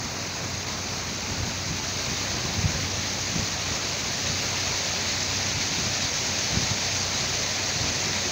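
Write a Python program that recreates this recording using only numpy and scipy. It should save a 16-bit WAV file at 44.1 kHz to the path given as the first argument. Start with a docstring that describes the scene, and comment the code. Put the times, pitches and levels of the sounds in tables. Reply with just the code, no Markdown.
"""A roar of water, rushing through open sluices into a deep stone canal lock, heard from the lock side.
The jets churn the pool; their spray and bursting bubbles grow louder and brighter, then hold.
Air pockets gurgle up, and the walls scatter the ring of the bubbles.
A narrowboat's four-cylinder diesel idles in the chamber; gusts buffet a small mono microphone."""
import sys
import numpy as np
from scipy import signal
from scipy.fft import rfft, irfft
from scipy.io import wavfile
from scipy.ndimage import uniform_filter1d

SR = 44100
rng = np.random.default_rng(int(sys.argv[2]) if len(sys.argv) > 2 else 0)


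def wrap_up_sound(samples):
    """Save the sound to the file named by the first command line argument, as 16-bit audio."""
    columns = np.atleast_2d(samples).T
    # keep every value between -1 and 1, then stretch to whole-number steps
    tamed = np.clip(columns, -1, 1)
    steps = np.round(tamed * 32767).astype(np.int16)
    wavfile.write(sys.argv[1], SR, steps)


N = 366471
TIME_S = np.arange(N) / SR
BINS_HZ = np.fft.rfftfreq(N, 1 / SR)

# Churning water between the walls: freq_hz, gain_db
ROAR_SPECTRUM = [(25, -22), (60, -10), (110, 5.5), (220, 4.5), (330, 0.5), (470, -2), (660, 0), (950, -1),
                 (1350, -2.5), (2200, -4.5), (3100, -11), (5000, -22), (9000, -18), (16000, -26)]
# Spray and foam where the jets break: freq_hz, gain_db
SPRAY_SPECTRUM = [(400, -22), (1300, -11), (1800, -6.5), (2350, -3.5), (3050, -6.5), (3400, -5.5),
                  (4000, -1.5), (4500, -0.5), (5200, -2.5), (5800, -1), (6300, 1), (6700, 0), (16000, 0.5)]
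# Surges in the inflow: start_s, strength_db
FLOW_SURGES = [(1.8, 2), (4.25, 1.1)]
# Exhaust and hull tones, firing harmonics at multiples of 4: cycle_multiple, relative_db
ENGINE_TONES = [(8, -52), (12, -42), (16, -47.5), (20, -56.5), (24, -56), (27, -54.5), (28, -52.5),
                (31, -64), (32, -58), (35, -54), (37, -54.5), (44, -64), (49, -68)]
# Wind rumble: freq_hz, gain_db
WIND_SPECTRUM = [(20, -30), (35, -19), (55, -6), (80, 0), (120, -2.5), (180, -3.5), (260, -10.5),
                 (400, -17.5), (800, -48), (2000, -70)]
# Gusts over the breeze: crest_s, half_width_s, level_db
WIND_GUSTS = [(1.41, .11, -33.5), (1.72, 0.057, -35), (2.123, 0.053, -33.5), (2.677, 0.35, -32.3),
              (3.378, 0.055, -30.5), (3.72, .04, -33), (4.07, 0.042, -35.5), (4.35, .12, -38.5),
              (4.72, 0.11, -39), (5.57, .05, -33.5), (5.787, 0.14, -35.5), (6.576, 0.076, -30),
              (6.71, .05, -39), (7.858, 0.1, -32), (8.08, 0.037, -37)]
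# Single eddies hitting the microphone: peak_s, relative_db, pitch_hz
EDDIES = [(1.406, -22, 100), (1.433, -19, 90.5), (1.712, -19.5, 134), (2.595, -20, 100),
          (2.647, -15.5, 162), (2.659, -14.5, 94), (2.754, -19.5, 135), (2.835, -24.5, 220),
          (3.364, -15, 184), (3.396, -16, 101), (4.301, -23.5, 119), (6.05, -24, 100), (6.718, -20, 115)]
# Microphone, dull above 7 kHz with a small peak at the top: freq_hz, gain_db
MIC_RESPONSE = [(10, -20), (45, -0.5), (6650, -2), (7000, -10.5), (7500, -17), (8000, -25.5), (9200, -30.5),
                (11000, -33), (12500, -37.5), (13800, -38), (14300, -28), (14750, -22), (15700, -22.5)]


def roar():
    """Jets churn the pool: a low rush with bubbles in it."""
    froth = bubbles(350, 2215, per_s=500, decay_cycles=4.14, spread_db=2, ring_samples=1500)
    froth = chamber(froth, t60_s=0.29, wet_db=-4.5)
    rush = splashing(patch_db=1, patch_bins=4, patch_frames=16)
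    water = coloured(rush + gain_of(-11.5) * froth, ROAR_SPECTRUM)
    water /= band_rms(water, 450, 1500)
    level_db = flow_db(full_db=-37.5, rise_db=0.8, surge_share=0.5)
    return water * gain_of(level_db + 0.14 * wander(rate_hz=13))


def spray():
    """Breaking water hisses unevenly, full of tiny bursting bubbles."""
    fizz = bubbles(1680, 7600, per_s=2000, decay_cycles=4.7, spread_db=3, ring_samples=400)
    fizz = chamber(fizz, t60_s=0.21, wet_db=-7)
    hiss = splashing(patch_db=0.78, patch_bins=12, patch_frames=12, airborne=True)
    water = coloured(hiss + gain_of(-9.5) * fizz, SPRAY_SPECTRUM)
    water /= band_rms(water, 3600, 7000)
    level_db = flow_db(full_db=-26.75, rise_db=6, surge_share=0.74)
    return water * gain_of(level_db + 0.57 * wander(rate_hz=21))


def gurgle():
    """Large air pockets well up as the inflow grows, blurred by the chamber."""
    pockets = bubbles(540, 726, per_s=430, decay_cycles=3.7, spread_db=1.5, ring_samples=1500)
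    level_db = flow_db(full_db=-43.5, rise_db=14, surge_share=2.5)
    return chamber(pockets, t60_s=0.4, wet_db=-4.5) * gain_of(level_db)


def inflow(time_s, full_s=7.1):
    """Inflow strength, 0 to 1: grows, levels off, holds."""
    return np.sin(np.pi / 2 * np.minimum(time_s / full_s, 1)) ** 1.31


def flow_db(full_db, rise_db, surge_share, crest_after_s=0.33):
    """A water layer's level follows the inflow; each surge crests, then ebbs slowly."""
    level_db = full_db - rise_db * (1 - inflow(TIME_S))
    for start_s, strength_db in FLOW_SURGES:
        age = np.maximum(TIME_S - start_s, 0) / crest_after_s
        level_db += surge_share * strength_db * (age * np.exp(1 - age)) ** 2
    return level_db


def splashing(patch_db, patch_bins, patch_frames, airborne=False):
    """Hiss flares in random patches of time and pitch; airborne spray changes colour with the flow."""
    framing = dict(fs=SR, nperseg=512, noverlap=384)
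    freq_hz, time_s, noise = signal.stft(rng.standard_normal(N), **framing)
    patches = uniform_filter1d(rng.standard_normal(noise.shape), patch_bins, axis=0)
    patches = uniform_filter1d(patches, patch_frames, axis=1)
    gain_db = patch_db * unit_rms(patches)
    if airborne:
        gain_db += spray_colour_db(freq_hz[:, None], time_s)
    _, hiss = signal.istft(noise * gain_of(gain_db), **framing)
    return unit_rms(hiss[:N])


def spray_colour_db(freq_hz, time_s):
    """As the flow builds, a dip in the spray's spectrum fills in and the finest hiss recedes."""
    dip_hz, width_hz, fill_s, top_hz = 3290, 410, 0.9, 11000
    dip_db = -1 - 9 * np.exp(-time_s / fill_s)
    top_db = 1.5 - 3.4 * inflow(time_s) ** 2
    return dip_db * bell(freq_hz, dip_hz, width_hz) + top_db * np.minimum(freq_hz / top_hz, 1) ** 6


def bubbles(low_hz, high_hz, per_s, decay_cycles, spread_db, ring_samples):
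    """Each bubble rings briefly, its pitch rising as it nears the surface; a few are loud."""
    onset_draw, pitch_draw, level_draw = rng.random((int(per_s * N / SR), 3)).T[:, :, None]
    time_s = np.arange(ring_samples) / SR
    pitch_hz = low_hz * (high_hz / low_hz) ** pitch_draw
    age = time_s * pitch_hz / decay_cycles
    glide = 1 + 0.013 * np.minimum(age, 5)
    rings = np.sin(2 * np.pi * pitch_hz * time_s * glide) * np.exp(-age)
    boost_db = spread_db * np.minimum(-np.log(level_draw + 1e-9), 4)
    rings *= gain_of(boost_db) * np.sqrt(pitch_hz)
    positions = (onset_draw * N).astype(int) + np.arange(ring_samples)
    return unit_rms(np.bincount(positions.ravel(), rings.ravel(), N)[:N])


def chamber(sound, t60_s, wet_db, paths=6, gap_s=0.006):
    """Stone walls scatter each splash; the heaving surface keeps changing the echo paths."""
    delay_s = np.arange(SR // 3) / SR
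    wet = np.zeros(N)
    for path in range(paths):
        echoes = rng.standard_normal(len(delay_s)) * gain_of(-60 * delay_s / t60_s) * (delay_s > gap_s)
        share = np.cos(np.pi * (2 * TIME_S + path / paths)) ** 3
        wet += signal.oaconvolve(sound * share, echoes)[:N]
    return unit_rms(sound + gain_of(wet_db) * unit_rms(wet))


def engine(cycle_hz=7.789):
    """Idling diesel: harmonics of the four-stroke cycle, wavering slightly in level."""
    cycles = cycle_hz * TIME_S
    tones = sum(gain_of(relative_db) * np.sin(2 * np.pi * (multiple * cycles + rng.random()))
                for multiple, relative_db in ENGINE_TONES)
    return np.sqrt(2) * tones * gain_of(0.5 + 1.1 * wander(rate_hz=1.9))


def wind(breeze_db=-42, flutter_band_hz=(200, 376)):
    """Lumpy low turbulence: a steady breeze, and gusts that swell, brighten and die away."""
    rumble = unit_rms(coloured(rng.standard_normal(N), WIND_SPECTRUM))
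    gust_power = sum((gain_of(level_db) * bell(TIME_S, crest_s, half_width_s)) ** 2
                     for crest_s, half_width_s, level_db in WIND_GUSTS)
    force = np.sqrt(gain_of(breeze_db) ** 2 + gust_power)
    lumps = gain_of(2.2 * wander(rate_hz=21))
    bandpass = signal.butter(2, flutter_band_hz, "bandpass", fs=SR, output="sos")
    flutter = unit_rms(signal.sosfilt(bandpass, rng.standard_normal(N))) * gain_of(-38)
    return lumps * (rumble * force + flutter * (force / force.max()) ** 2)


def buffets(decay_cycles=0.54):
    """Each eddy strikes the diaphragm: a pointed push between two softer pulls."""
    thumps = np.zeros(N)
    for peak_s, relative_db, pitch_hz in EDDIES:
        cycles = (TIME_S - peak_s) * pitch_hz
        near = abs(cycles) < 4
        pulse = np.cos(2 * np.pi * cycles[near]) * np.exp(-abs(cycles[near]) / decay_cycles)
        thumps[near] += gain_of(relative_db + 1.5) * pulse
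    return thumps


def gain_of(level_db):
    """Decibels to amplitude."""
    return 10 ** (np.asarray(level_db) / 20)


def unit_rms(sound):
    """Scales to rms 1."""
    return sound / np.sqrt(np.mean(sound ** 2) + 1e-20)


def band_rms(sound, low_hz, high_hz):
    """Rms within a band."""
    in_band = (BINS_HZ > low_hz) & (BINS_HZ < high_hz)
    return np.sqrt(2 * np.sum(abs(rfft(sound)[in_band]) ** 2)) / N


def bell(x, centre, half_width):
    """Gaussian bump, peak 1."""
    return np.exp(-((x - centre) / half_width) ** 2)


def coloured(sound, spectrum):
    """Filters by a spectrum table, interpolated over log frequency."""
    freq_hz, gain_db = np.transpose(spectrum)
    curve_db = np.interp(np.log(BINS_HZ + 1), np.log(freq_hz + 1), gain_db)
    return irfft(rfft(sound) * gain_of(curve_db), N)


def wander(rate_hz):
    """Random motion, rms 1, with little above rate_hz."""
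    response = BINS_HZ / (BINS_HZ + 2) / (1 + (BINS_HZ / rate_hz) ** 2)
    return unit_rms(irfft(rfft(rng.standard_normal(N)) * response, N))


def scene():
    """Water, engine and wind, the same in both channels."""
    sound = roar() + gurgle() + spray() + engine() + wind() + buffets()
    return np.array([sound, sound])


def record(dry):
    """Microphone response, then a steep band limit."""
    cutoff_hz = 15750
    heard = np.array([coloured(channel, MIC_RESPONSE) for channel in dry])
    lowpass = signal.firwin(1023, cutoff_hz, window=("kaiser", 9), fs=SR)
    return signal.oaconvolve(heard, lowpass[None], "same")


dry = scene()
out = record(dry)
wrap_up_sound(out)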